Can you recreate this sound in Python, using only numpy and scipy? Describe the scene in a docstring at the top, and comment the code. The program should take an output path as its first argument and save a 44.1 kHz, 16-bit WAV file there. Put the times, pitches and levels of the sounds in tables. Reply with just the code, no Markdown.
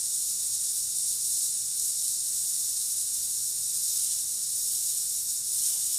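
"""Pressure cooker on a gas stove.

Steam hisses around the weight valve, surging and sagging. High flow lifts the weight and adds a rasp;
condensate spits in the gap. Valve, lid and wall colour both. Underneath: the plume's dull rush, the burner, a
faint hum and, near the end, one soft rustle."""
import sys
import numpy as np
from scipy import signal
from scipy.fft import rfft, irfft
from scipy.io import wavfile

SR = 44100
rng = np.random.default_rng(int(sys.argv[2]) if len(sys.argv) > 2 else 0)


def dump(signal):
    """Clip the signal to [-1, 1] and save it as 16-bit WAV at the path in sys.argv[1]."""
    limited = np.clip(np.atleast_2d(signal).T, -1, 1)
    pcm = np.round(limited * 32767).astype(np.int16)
    wavfile.write(sys.argv[1], SR, pcm)


N = 263718
TIME_S, FREQ_HZ = np.arange(N) / SR, np.fft.rfftfreq(N, 1 / SR)

# Jet surges. Each row: time in seconds, flow in dB, treble fizz in dB; levels act about their means.
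JET_LEVELS = [(0.02, -30.3, -43.1), (0.28, -29.3, -39.4), (0.63, -30.4, -42.8), (0.79, -29.0, -38.1),
              (0.91, -31.6, -43.5), (1.13, -27.4, -38.7), (1.19, -31.3, -42.2), (1.25, -28.7, -38.1),
              (1.45, -28.8, -39.5), (1.58, -31.1, -43.8), (1.88, -28.8, -38.7), (1.96, -29.8, -41.9),
              (2.08, -28.3, -38.7), (2.23, -30.9, -44.2), (2.33, -29.0, -39.4), (3.56, -31.2, -40.7),
              (4.05, -27.2, -38.1), (4.13, -28.6, -39.7), (4.18, -31.4, -40.1), (4.45, -31.3, -42.4),
              (4.68, -29.1, -37.0), (4.98, -29.6, -39.0), (5.07, -30.8, -39.9), (5.33, -31.2, -39.7),
              (5.43, -32.8, -43.3), (5.55, -28.3, -36.4), (5.67, -27.4, -35.9), (5.77, -29.4, -39.0),
              (5.95, -28.7, -38.1)]
# Smooth jet spectrum. Each row: frequency in Hz, relative density in dB.
JET_SHAPE = [(2300, -27.5), (3250, -20.5), (3650, -7.5), (4900, -6), (5300, 0.15), (6300, -8), (8000, -3.5),
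             (9900, 0.5), (10400, -4.5), (11600, -3), (13800, -5), (14300, -8), (15000, -14), (15700, -28)]
# Valve cap and lid resonances. Each row: centre in Hz, width in Hz, boost in dB.
VALVE_MODES = [(3041, 196, 4.4), (3732, 35, 2.0), (4115, 183, 2.0), (4706, 113, 4.6), (5307, 72, 1.6),
               (5672, 259, 6.8), (5906, 35, 6.8), (6085, 56, 7.7), (6350, 210, 8.9), (6693, 259, 8.3),
               (6906, 259, 9.0), (7201, 259, 5.9), (7340, 134, 2.4), (7599, 180, 7.3), (7952, 259, 11.0),
               (8306, 238, 10.9), (8682, 159, 6.7), (8770, 126, 4.2), (9071, 259, 7.9), (9358, 157, 5.1),
               (9626, 259, 6.3), (9916, 232, 4.7), (10278, 133, 7.2), (10581, 116, 7.0), (10901, 138, 6.0),
               (12450, 65, 3.3)]
# Steam plume spectrum. Each row: frequency in Hz, relative density in dB.
PLUME_SHAPE = [(150, -20), (500, -6), (1000, 1), (1600, 1.5), (2200, -1), (2800, 3), (5000, -21)]
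# Gas flame and kitchen spectrum. Each row: frequency in Hz, relative density in dB.
BURNER_SHAPE = [(20, -17), (36, -13), (48, 2.5), (80, -2), (120, -1), (165, -8), (195, -4), (225, -12.5),
                (300, -8), (450, -11.5), (600, -15), (1000, -20.5), (2500, -16.5), (6000, -45)]
# Kitchen hum. Each row: frequency in Hz, rms level in dB.
HUM_TONES = [(99, -73), (145.5, -71.5), (409, -81)]
# Large condensate spits. Each row: start in seconds, level in dB ahead of the valve.
LARGE_SPITS = [(.550, -24.5), (0.985, -23.5), (1.797, -22), (1.995, -28), (2.080, -21.5), (3.012, -30),
               (3.974, -23), (5.665, -26), (5.686, -26)]


def gain_of(db):
    return 10 ** (np.asarray(db) / 20)


def unit_rms(x):
    return x / np.sqrt(np.mean(x ** 2) + 1e-20)


def over_freq(points):
    """Interpolates (Hz, value) points over log frequency."""
    hz, value = np.transpose(points)
    return np.interp(np.log(FREQ_HZ + 1), np.log(hz + 1), value)


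def peak(centre_hz, width_hz):
    """Resonance curve of height 1."""
    return 1 / (1 + (2 * (FREQ_HZ - centre_hz) / width_hz) ** 2)


def filtered(x, response):
    return irfft(rfft(x) * response, N)


def noise(response):
    return unit_rms(filtered(rng.standard_normal(N), response))


def wander(rate_hz):
    """Random drift of rms 1, up to about rate_hz."""
    return noise(1 / (1 + (FREQ_HZ / rate_hz) ** 2))


def minimum_phase(db):
    """Response that rings only after it is struck."""
    cepstrum = irfft(np.log(gain_of(np.maximum(db, -100))), N)
    fold = np.r_[1, np.full(N // 2 - 1, 2), 1, np.zeros(N // 2 - 1)]
    return np.exp(rfft(cepstrum * fold))


def jet_swing_db():
    """Flow and fizz per sample, each about its mean."""
    times_s, *columns = np.transpose(JET_LEVELS)
    curves = [np.interp(TIME_S, times_s, db) for db in columns]
    return [curve - curve.mean() for curve in curves]


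def weight_lift_db(flow_db, mid_threshold_db=0.7, ease_db_per_s=0.77, lag_s=0.054):
    """Excess flow raises the weight, slightly late and ever more easily as pressure builds."""
    threshold_db = mid_threshold_db - ease_db_per_s * (TIME_S - TIME_S.mean())
    excess_db = np.maximum(flow_db - threshold_db, 0)
    return np.interp(TIME_S - lag_s, TIME_S, excess_db)


def turbulence(flutter_db=0.5, flutter_hz=45, drops_per_s=220, drop_db=-12.5, spread_db=2.5):
    """Fluttering white jet noise with tiny bursting droplets."""
    steam = rng.standard_normal(N) * gain_of(flutter_db * wander(flutter_hz))
    sizes = gain_of(spread_db * np.minimum(rng.exponential(1, N), 3.5))
    drops = sizes * rng.choice([-1, 1], N) * (rng.random(N) < drops_per_s / SR)
    return unit_rms(steam + gain_of(drop_db) * unit_rms(drops))


def hiss(flow_db, fizz_db, lift_db, level_db=-29.25, sputter_hz=9, flicker_db=0.75, flicker_hz=22):
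    """Four flickering jet bands; the lifted weight widens the gap and lets a lower rasp through."""
    rasp_db = -1.3 + 0.56 * flow_db + 2.5 * lift_db
    body_db = 0.62 * flow_db
    core_db = flow_db
    top_db = 1.06 * fizz_db + 0.37 * wander(sputter_hz)
    above_rasp = over_freq([(3200, 1e-9), (3650, 1)])
    above_body = over_freq([(6500, 0.29), (8200, 0.84)])
    above_core = over_freq([(9900, 0.021), (11500, 1)])
    bands = [(1 - above_rasp, rasp_db), (above_rasp - above_body, body_db),
             (above_body - above_core, core_db), (above_core, top_db)]
    sputter_db = 0.2 * wander(sputter_hz)
    jet = turbulence() * gain_of(sputter_db)
    out = np.zeros(N)
    for band, db in bands:
        out += filtered(jet, band) * gain_of(db + flicker_db * wander(flicker_hz))
    return gain_of(level_db) * out


def valve(x):
    """Jet spectrum, cap and lid resonances and a steep bass cut, at unit power gain."""
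    modes_db = sum(db * peak(hz, width_hz) for hz, width_hz, db in VALVE_MODES)
    bass_cut_db = over_freq([(1200, -27), (2300, -2.5), (2750, -0.5), (2950, 1)])
    response = minimum_phase(over_freq(JET_SHAPE) + modes_db + bass_cut_db)
    return filtered(x, response / np.sqrt(np.mean(abs(response) ** 2)))


def kitchen(x, wet_db=-14, t60_s=0.073, predelay_s=0.003):
    """Scattered reflections off hob, wall and utensils."""
    age_s = TIME_S[:SR // 3]
    taps = rng.standard_normal(len(age_s)) * (age_s > predelay_s) * gain_of(-60 * age_s / t60_s)
    wet = signal.fftconvolve(x, taps / np.linalg.norm(taps))[:N]
    return (x + gain_of(wet_db) * wet) / np.sqrt(1 + gain_of(wet_db) ** 2)


def plume(flow_db, lift_db, level_db=-65.5, billow_db=0.9, billow_hz=6):
    """The cloud above the valve billows, swelling with flow and lift."""
    rush = noise(gain_of(over_freq(PLUME_SHAPE)))
    swell_db = 0.33 * flow_db + 0.8 * lift_db + billow_db * wander(billow_hz)
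    return rush * gain_of(level_db + swell_db)


def burner(level_db=-62):
    """Steady low murmur of the flame."""
    return gain_of(level_db) * noise(gain_of(over_freq(BURNER_SHAPE)))


def hum(waver_hz=0.96, waver_db=2.5):
    """Faint tones wavering in pitch and level."""
    out = np.zeros(N)
    for hz, db in HUM_TONES:
        cycles = np.cumsum(hz + waver_hz * wander(rate_hz=3.2)) / SR
        amplitude = np.sqrt(2) * gain_of(db + waver_db * wander(rate_hz=5.2))
        out += amplitude * np.sin(2 * np.pi * cycles)
    return out


def spits(decay_s=0.003, small_per_s=2.5, small_db=-30):
    """Drops torn up in the gap, each a short puff: large ones timed, small ones random."""
    kicks = gain_of(small_db) * (rng.random(N) < small_per_s / SR)
    for start_s, db in LARGE_SPITS:
        kicks[round(start_s * SR)] += gain_of(db)
    envelope = signal.lfilter([1], [1, -np.exp(-1 / (decay_s * SR))], kicks)
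    return envelope * rng.standard_normal(N)


def rustle(peak_s=5.76, width_s=0.069, centre_hz=800, width_hz=700, level_db=-64.5):
    """Brief soft swell of low-mid noise."""
    envelope = np.exp(-((TIME_S - peak_s) / width_s) ** 2)
    return gain_of(level_db) * noise(peak(centre_hz, width_hz)) * envelope


def scene():
    """Mono mix on two channels."""
    flow_db, fizz_db = jet_swing_db()
    lift_db = weight_lift_db(flow_db)
    leak = kitchen(valve(hiss(flow_db, fizz_db, lift_db) + spits()))
    mix = leak + plume(flow_db, lift_db) + burner() + hum() + rustle()
    return np.tile(mix, (2, 1))


def record(dry, cutoff_hz=15780):
    """Steep low-pass."""
    taps = signal.firwin(1023, cutoff_hz, window=("kaiser", 9), fs=SR)
    return signal.oaconvolve(dry, taps[None], "same")


dry = scene()
out = record(dry)
dump(out)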